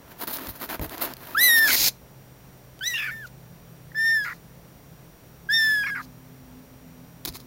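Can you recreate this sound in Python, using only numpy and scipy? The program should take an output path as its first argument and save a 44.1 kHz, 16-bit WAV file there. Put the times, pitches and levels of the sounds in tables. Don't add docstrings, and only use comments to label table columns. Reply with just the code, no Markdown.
import sys
import numpy as np
from scipy import signal
from scipy.fft import rfft, irfft
from scipy.io import wavfile
from scipy.ndimage import uniform_filter1d

SR = 44100
rng = np.random.default_rng(int(sys.argv[2]) if len(sys.argv) > 2 else 0)


def master_out(mix):
    frames = np.transpose(np.atleast_2d(mix))
    ceiling = np.clip(frames, -1, 1)
    pcm = np.round(ceiling * 32767).astype(np.int16)
    wavfile.write(sys.argv[1], SR, pcm)


N = 328983
TIME, FREQ = np.arange(N) / SR, np.fft.rfftfreq(N, 1 / SR)
EDGE_HZ = 15900


def amp(db):
    return 10 ** (np.asarray(db) / 20)


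def unit(x):
    return x / np.sqrt(np.mean(x ** 2) + 1e-20)


def read(points, hz):
    f, db = np.transpose(points)
    return amp(np.interp(np.log(hz + 1), np.log(f + 1), db))


def colour(x, points):
    return unit(irfft(rfft(x) * read(points, FREQ), N))


def noise():
    return rng.standard_normal(N)


def wander(hz):
    return unit(irfft(rfft(noise()) * np.exp(-(FREQ / hz) ** 2), N))


def gate(start, end, edge):
    return np.clip(np.minimum(TIME - start, end - TIME) / edge + .5, 0, 1)


def press(start, end, attack, release, arch_db=0, swell_db=0):
    progress = np.clip((TIME - start) / (end - start), 0, 1)
    hold_db = swell_db * (progress - 1) - arch_db * (2 * progress - 1) ** 2
    away = np.maximum((start - TIME) / attack, (TIME - end) / release)
    return amp(hold_db - 60 * np.clip(away, 0, 2))


def dying(start, decay):
    age = np.maximum(TIME - start, 0)
    return np.minimum(age / .0004, 1) * amp(-60 * np.minimum(age / decay, 2))


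# (frequency [Hz], relative level [dB])
FLOOR_COLOUR = [(20, -17), (50, -6.5), (100, -6), (170, -4), (300, -11), (550, -12.5), (1200, -20.5),
                (1900, -23), (3000, -27.5), (6000, -30.5), (12200, -32), (13600, -23.5), (14800, -26.5),
                (15400, -24)]
# (frequency [Hz], width [Hz], level [dB], start [s])
HUM_LINES = [(57, 8.4, -62.5, 0), (128.8, 6.7, -54, 1), (163.7, 3.5, -55.5, 3.3), (254, 4.99, -54, 5.5),
             (259, 6, -61, 7), (366, 24.6, -57.5, 10)]
FLOOR_DB = -50


def background(waver=0.4):
    out = amp(FLOOR_DB) * colour(noise(), FLOOR_COLOUR)
    for hz, width, db, start in HUM_LINES:
        phase = 2 * np.pi * np.cumsum(hz + width / 2 * wander(width)) / SR
        line = np.sin(phase) * (1 + waver * wander(9.6))
        out += amp(db) * unit(line) * np.clip((TIME - start) / 0.011, 0, 1)
    return out


def box(x, wet_db=-22, t60=0.17):
    t = np.arange(SR // 4) / SR
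    tail = rng.standard_normal(len(t)) * amp(-60 * t / t60) * (t > .002)
    return x + amp(wet_db) * signal.fftconvolve(x, tail / np.linalg.norm(tail))[:N]


# (time [s], level [dB], 60 dB decay [s])
SNAGS = [(0.272, -26, 0.02), (0.344, -31, 0.031), (0.37, -16.5, 0.0045), (.47, -25, 0.016),
         (.701, -34, 0.013), (.771, -54, .01), (0.795, -27, 0.01), (0.895, -17, 0.0038), (.963, -28, .005),
         (0.98, -21, 0.0079), (1.137, -22.5, 0.0066), (1.168, -31, 0.012), (1.909, -45, .012),
         (2.792, -30, 0.005), (7.251, -17, 0.015), (7.2566, -19.5, .012), (7.325, -35, .01),
         (7.343, -46, 0.021)]
# (time [s], level [dB], 60 dB decay [s], upper cutoff [Hz])
SOFT_BUMPS = [(0.474, -34.5, 0.23, 132), (0.496, -43, 0.16, 150), (0.795, -18.5, 0.023, 665),
              (0.802, -33, 0.38, 88), (0.813, -31.5, 0.24, 445), (7.249, -62, 0.09, 380),
              (7.29, -38.5, 0.2, 112)]


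def knocks():
    snag_colour = [(200, 4.0), (1500, -6.5), (4200, 1.5), (8000, -6.5), (13000, 1), (16000, 2.5)]  # Hz, dB
    snags = sum(amp(db) * dying(start, decay) for start, db, decay in SNAGS)
    out = snags * colour(noise(), snag_colour)
    for start, db, decay, top_hz in SOFT_BUMPS:
        band = signal.butter(2, [36, top_hz], "band", fs=SR, output="sos")
        thud = signal.sosfilt(band, noise())
        out += amp(db) * dying(start, decay) * unit(thud)
    return out


# (start [s], end [s], level [dB])
DRY_SCRAPES = [(7.257, 7.261, -29.5), (7.275, 7.295, -30.5), (7.339, 7.369, -36.5), (7.399, 7.413, -44.5)]
# (frequency [Hz], relative level [dB])
DRY_SCRAPE_COLOUR = [(180, -46), (300, 10), (546, -9), (994, -1.5), (1580, -14), (2170, -5), (2840, -14),
                     (4090, 0.5), (6520, -6), (7950, -12.5), (10900, -6), (14700, -8), (16000, -2.5)]
SCRAPE_ATTACK_S, SCRAPE_RELEASE_S, SCRAPE_ARCH_DB = .02, 0.055, 3


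def scrape(grain_db=3, clump_db=3.0):
    slips = noise() * amp(grain_db * wander(2200) + clump_db * wander(200))
    drag = np.zeros(N)
    for start, end, db in DRY_SCRAPES:
        drag += amp(db) * press(start, end, SCRAPE_ATTACK_S, SCRAPE_RELEASE_S, arch_db=SCRAPE_ARCH_DB)
    return drag * colour(slips, DRY_SCRAPE_COLOUR)


# (start [s], end [s], attack [s], soft rub level [dB], fine fizz level [dB])
FUR_STROKES = [(0.133, 0.116, 0.2, -41, -40), (0.216, 0.238, 0.097, -33.5, -29),
               (0.277, .315, 0.023, -36, -31), (0.329, 0.365, .06, -44.5, -28),
               (0.357, 0.475, 0.087, -39.5, -40), (0.488, 0.506, 0.037, -42.5, -33),
               (0.555, 0.57, 0.12, -47.5, -41), (0.617, 0.654, 0.1, -36, -33),
               (0.692, 0.752, .035, -33, -33.5), (0.815, 0.856, .02, -39, -35),
               (0.92, 0.953, 0.16, -38, -37.5), (0.975, 1.121, .012, -38, -42),
               (1.017, 1.029, 0.032, -28, -21), (1.036, 1.058, .05, -35, -27.5),
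               (1.223, 1.347, 0.23, -44, -42.5), (1.38, 1.558, 0.12, -41.5, -35),
               (1.563, 1.59, 0.055, -41, -20), (1.624, 1.757, 0.21, -36, -26.5),
               (1.73, 1.745, .06, -39, -19)]
# (frequency [Hz], relative level [dB])
RUB_COLOUR = [(88, -52), (150, -20.5), (255, 2.5), (497, -7.5), (659, -1.5), (832, -7.5), (920, -1.5),
              (1220, -7), (1590, -6.5), (2450, -13.5), (4250, -19), (8000, -26), (10400, -60),
              (17600, -120)]
# (frequency [Hz], relative level [dB])
FIZZ_COLOUR = [(2500, -13), (4200, -1.5), (5200, -7), (8000, -14.5), (10300, -1.5), (11500, 0), (13300, 6),
               (15800, 3)]
STROKE_RELEASE_S, STROKE_ARCH_DB = 0.065, 1
CONTACT_END_S, CONTACT_RUB_DB = 1.91, -55.5


def brushing(grain_db=3, clump_db=2, snaps_per_s=130, snap_db=-6):
    rub = amp(CONTACT_RUB_DB) * gate(0, CONTACT_END_S, 0.027)
    fizz = np.zeros(N)
    for start, end, attack, rub_db, fizz_db in FUR_STROKES:
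        stroke = press(start, end, attack, STROKE_RELEASE_S, arch_db=STROKE_ARCH_DB)
        rub = np.hypot(rub, amp(rub_db) * stroke)
        fizz = np.hypot(fizz, amp(fizz_db) * stroke)
    clumps = amp(clump_db * wander(190))
    soft = unit(clumps * noise() * amp(grain_db * wander(5300)))
    fine = unit(clumps * noise() * amp(grain_db * wander(5300)))
    snaps = unit(rng.uniform(-0.6, 1, N) * (rng.random(N) < snaps_per_s / SR))
    return rub * colour(soft + amp(snap_db) * snaps, RUB_COLOUR) + fizz * colour(fine, FIZZ_COLOUR)


# (start [s], end [s], level at the end [dB], swell from start to end [dB])
AIR_PUFFS = [(1.675, 1.748, -19.5, 4.5), (1.767, 1.886, -16.5, 4.5), (3.274, 3.274, -48, -1),
             (4.24, 4.37, -58.5, -14), (6.024, 6.051, -51, -0.5)]
# (frequency [Hz], relative level [dB])
AIR_PUFF_COLOUR = [(250, -11), (700, -13), (1300, -16), (2350, -5.5), (3000, -8.5), (4300, 4), (5300, 0.5),
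                   (6700, -0.5), (8300, -10.5), (10500, -6.5), (12000, -3), (13300, -1), (16000, -4)]
PUFF_ATTACK_S, PUFF_RELEASE_S = 0.067, 0.04


def puffs(flutter_db=1.0):
    air = colour(noise(), AIR_PUFF_COLOUR) * amp(flutter_db * wander(310))
    flow = np.zeros(N)
    for start, end, db, swell in AIR_PUFFS:
        flow += amp(db) * press(start, end, PUFF_ATTACK_S, PUFF_RELEASE_S, swell_db=swell)
    return air * flow


# (start [s], end [s], level [dB], side tone at start [Hz], side tone at end [Hz], roughness [0-1])
FOLD_BREAKS = [(1.681, 1.757, -26.5, 2363, 2020, 0.89), (2.938, 2.973, -26, 2790, 2785, 0.27),
               (2.971, 3.038, -29.5, 2844, 2380, 0.74), (3.033, 3.113, -35, 2470, 2180, 0.64),
               (3.124, 3.146, -49, 2120, 2210, 0.2), (3.919, 3.922, -41.5, 1825, 1840, 0.25),
               (3.947, 3.953, -50, 1860, 1870, 1), (4.247, 4.335, -36.5, 2074, 1833, 0.84),
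               (5.834, 5.848, -32.5, 2410, 2337, 0.48), (5.863, 5.905, -30, 2200, 2105, 0.5),
               (5.951, 6.019, -38, 2230, 1663, 0.76)]


def rasp(breaks, phase, lower_db, upper_db, double_db, spray_db):
    out = np.zeros(N)
    drift_hz = 150 * wander(300)
    in_phase, quadrature = .4 * wander(550), .4 * wander(550)
    for start, end, db, from_hz, to_hz, rough in breaks:
        burst = gate(start, end, .006) * np.interp(TIME, [start, end], [1, .7])
        at = burst > 0
        side_hz = np.interp(TIME[at], [start, end], [from_hz, to_hz]) + rough * drift_hz[at]
        side = 2 * np.pi * np.cumsum(side_hz) / SR
        beat = side - phase[at]
        tones = np.sin(side)
        tones += amp(lower_db) * np.sin(phase[at] - beat)
        tones += amp(upper_db) * np.sin(side + beat)
        tones += amp(double_db) * np.sin(side + 2 * phase[at])
        tones += amp(spray_db) * np.sin(2 * side) * (1 + 3 * in_phase[at])
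        chaos = rough * (in_phase[at] * np.sin(side) + quadrature[at] * np.cos(side))
        out[at] += np.sqrt(2) * amp(db) * burst[at] * (tones + chaos)
    return out


# (time [s], pitch [Hz], first-harmonic level [dB], brightness [dB])
FIRST_MEW = [(1.347, 1246, -20.5, -16), (1.357, 1330, -23.5, -28), (1.365, 1450, -30.5, -20),
             (1.375, 1626, -18, -17), (1.413, 1966, -22.5, 3.5), (1.443, 2018, -21, 3.5),
             (1.473, 1980, -20, 3), (1.503, 1870, -18, 0), (1.553, 1857, -18.5, -1),
             (1.575, 1808, -17, -10.5), (1.603, 1794, -17, -12.5), (1.641, 1782, -16.5, -11.5),
             (1.675, 1663, -23, -8.5), (1.691, 1539, -21, -1), (1.712, 1484, -25.5, 12)]
SECOND_MEW = [(2.808, 1508, -32, -14), (2.826, 1523, -34, -4), (2.84, 1762, -34, 5), (2.88, 2010, -32.5, 5),
              (2.908, 1957, -31.5, -2), (3.01, 1695, -34, -8), (3.07, 1778, -30.5, -17),
              (3.084, 1484, -30, -21), (3.102, 1463, -31, -30), (3.116, 1806, -35, -19),
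              (3.202, 1774, -41.5, -12.5), (3.226, 1696, -40, -17), (3.248, 1485, -38, -27),
              (3.26, 1380, -37.5, -13)]
THIRD_MEW = [(3.945, 1761, -32, -29), (3.953, 1744, -32.5, -20), (3.991, 1787, -22.5, -21),
             (4.063, 1815, -20.5, -15), (4.129, 1809, -20, -17), (4.169, 1764, -20.5, -21),
             (4.241, 1637, -31.5, -13.5), (4.251, 1696, -32, -10), (4.261, 1408, -31.5, -12),
             (4.311, 1407, -34, -21), (4.33, 1450, -41, -17)]
FOURTH_MEW = [(5.488, 1580, -26.5, -27), (5.506, 1691, -21, -19), (5.54, 1810, -22, -4.5),
              (5.566, 1820, -25, 0), (5.59, 1785, -20.5, -8), (5.736, 1724, -20.5, -16.5),
              (5.85, 1625, -28, -14.5), (5.89, 1742, -30.5, -14), (5.908, 1618, -30.5, -17),
              (5.922, 1680, -29, -24), (5.942, 1590, -31.5, -22), (5.966, 1606, -31, -22),
              (6.004, 1176, -34, -19), (6.016, 1220, -34, -9)]
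# (frequency [Hz], gain [dB])
THROAT_GAIN = [(2600, 14), (3000, 10.5), (3300, 5), (3650, 2), (4050, -3), (4600, -15), (5000, 5.5),
               (5400, 7), (5700, -4.5), (6050, -2.5)]
TURNED_THROAT_GAIN = [(2600, 5), (3000, 7.5), (3300, 3), (3650, -7), (4050, -13.5), (4600, -3), (5000, -5),
                      (5400, -8), (5700, -1.5), (6050, 5.5)]
# (frequency [Hz], relative level [dB])
NEAR_COLOUR = [(5500, 6), (8200, -10), (10000, -1), (11200, 8), (12100, 5.5), (13200, 7), (14200, -11),
               (15400, -33)]
FAR_COLOUR = [(5500, -24), (7000, 4), (8000, 4), (9000, -8), (10800, 8), (12400, 7), (14200, -4.5),
              (16000, 7)]
TURNED_COLOUR = [(5500, 13), (7000, -3), (8000, 9), (9000, -28), (10800, 4), (12400, 4), (14200, 10),
                 (16000, 0)]
# (frequency [Hz], relative level [dB])
LEAK_COLOUR = [(1200, -1), (2500, 1.5), (4500, -1.5), (8500, -0.5), (12000, 1.5), (14500, 2), (16000, -1.5)]
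SECOND_SLOPE, THIRD_SLOPE = 1.41, 1
GLIDE_S = 0.015
OPEN_S = 0.032


def mew(course, throat, overtones, second_db, third_db, overtone_db, air_db, overtone_slope=0.26,
        dull_db=-13, flutter_db=1, spray_db=-28, jitter=0.00262, rasp_jitter=0.058, shimmer=0.032,
        lower_db=-10, upper_db=-19, double_db=-24, throat_hz=1050):
    s, pitch, level_db, bright_db = np.transpose(course)
    on = gate(s[0] + .002, s[-1], .004)
    live = on > 0
    t = TIME[live]
    breaks = [r for r in FOLD_BREAKS if s[0] - .05 < r[0] < s[-1]]
    broken = np.minimum(sum(gate(start, end, .005) * rough for start, end, *_, rough in breaks), 1)
    hz = uniform_filter1d(np.interp(TIME, s, pitch), int(GLIDE_S * SR))
    hz *= 1 + jitter * wander(136) + rasp_jitter * broken * wander(256)
    phase = 2 * np.pi * np.cumsum(hz) / SR

    first = amp(np.interp(t, s, level_db))
    bright = np.interp(t, s, bright_db) + (dull_db * broken + flutter_db * wander(42))[live]
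    second = first * amp(second_db + SECOND_SLOPE * bright) * read(throat, 2 * hz[live])
    third = first * amp(third_db + THIRD_SLOPE * bright) * read(throat, 3 * hz[live])
    top = first * amp(overtone_slope * bright) * np.clip((t - s[0]) / OPEN_S, 0, 1)
    overtone_hz = np.arange(4, 12)[:, None] * hz[live]
    high = read(overtones, overtone_hz) * (overtone_hz < EDGE_HZ)
    high *= amp(overtone_db) * top / np.linalg.norm(high, axis=0)

    voice = np.zeros(N)
    for order, gain in enumerate([first, second, third, *high], 1):
        voice[live] += np.sqrt(2) * gain * np.sin(order * phase[live])
    voice *= 1 + shimmer * wander(110)
    voice *= 1 - .3 * broken + .5 * broken * wander(330)
    leak = colour(noise(), LEAK_COLOUR)[live] * (1 + .5 * np.cos(phase[live]))
    voice[live] += amp(air_db) * top * leak
    voice *= on
    voice += rasp(breaks, phase, lower_db, upper_db, double_db, spray_db)
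    radiation = 1 - 1 / (1 + (FREQ / throat_hz) ** 12)
    return irfft(rfft(voice) * radiation, N)


def scene():
    kitten = mew(FIRST_MEW, THROAT_GAIN, NEAR_COLOUR, second_db=-5.5, third_db=-9.5, overtone_db=-2.5,
                 overtone_slope=1.28, air_db=-16.5, dull_db=-16.5, rasp_jitter=0.056, lower_db=-18)
    kitten += mew(SECOND_MEW, TURNED_THROAT_GAIN, TURNED_COLOUR, second_db=3.0, third_db=-4.5,
                  overtone_db=-12.5, overtone_slope=0.47, air_db=-11.5, dull_db=-0.5, flutter_db=2.5,
                  spray_db=-23, rasp_jitter=0.0396, lower_db=-6.5, upper_db=-16.5, double_db=-26.0,
                  throat_hz=1200)
    kitten += mew(THIRD_MEW, THROAT_GAIN, FAR_COLOUR, second_db=-2, third_db=-4.0, overtone_db=-19,
                  overtone_slope=0.34, air_db=-22.5, shimmer=0.02, lower_db=-6.5, double_db=-29,
                  throat_hz=950)
    kitten += mew(FOURTH_MEW, THROAT_GAIN, FAR_COLOUR, second_db=-1, third_db=-6.5, overtone_db=-20,
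                  air_db=-18.5, lower_db=-10, double_db=-19, throat_hz=806)
    close = kitten + puffs() + brushing() + scrape() + knocks()
    return (box(close) + background())[None]


# (frequency [Hz], half-width [Hz], depth [dB])
HOUSING_NOTCHES = [(5814, 38, -22.5), (7900, 103, -9.5), (11470, 49, -26)]


def record(dry, whine_hz=5715, whine_spread_hz=22, whine_db=-70):
    housing_db = sum(db / (1 + ((FREQ - hz) / width) ** 2) for hz, width, db in HOUSING_NOTCHES)
    whine_phase = 2 * np.pi * np.cumsum(whine_hz + whine_spread_hz * wander(33)) / SR
    whine = unit(np.sin(whine_phase))
    sound = irfft(rfft(dry) * amp(housing_db), N) + amp(whine_db) * whine
    low_pass = signal.firwin(511, EDGE_HZ, window=("kaiser", 9), fs=SR)
    return signal.oaconvolve(sound, low_pass[None], "same")


dry = scene()
out = record(dry)
master_out(out)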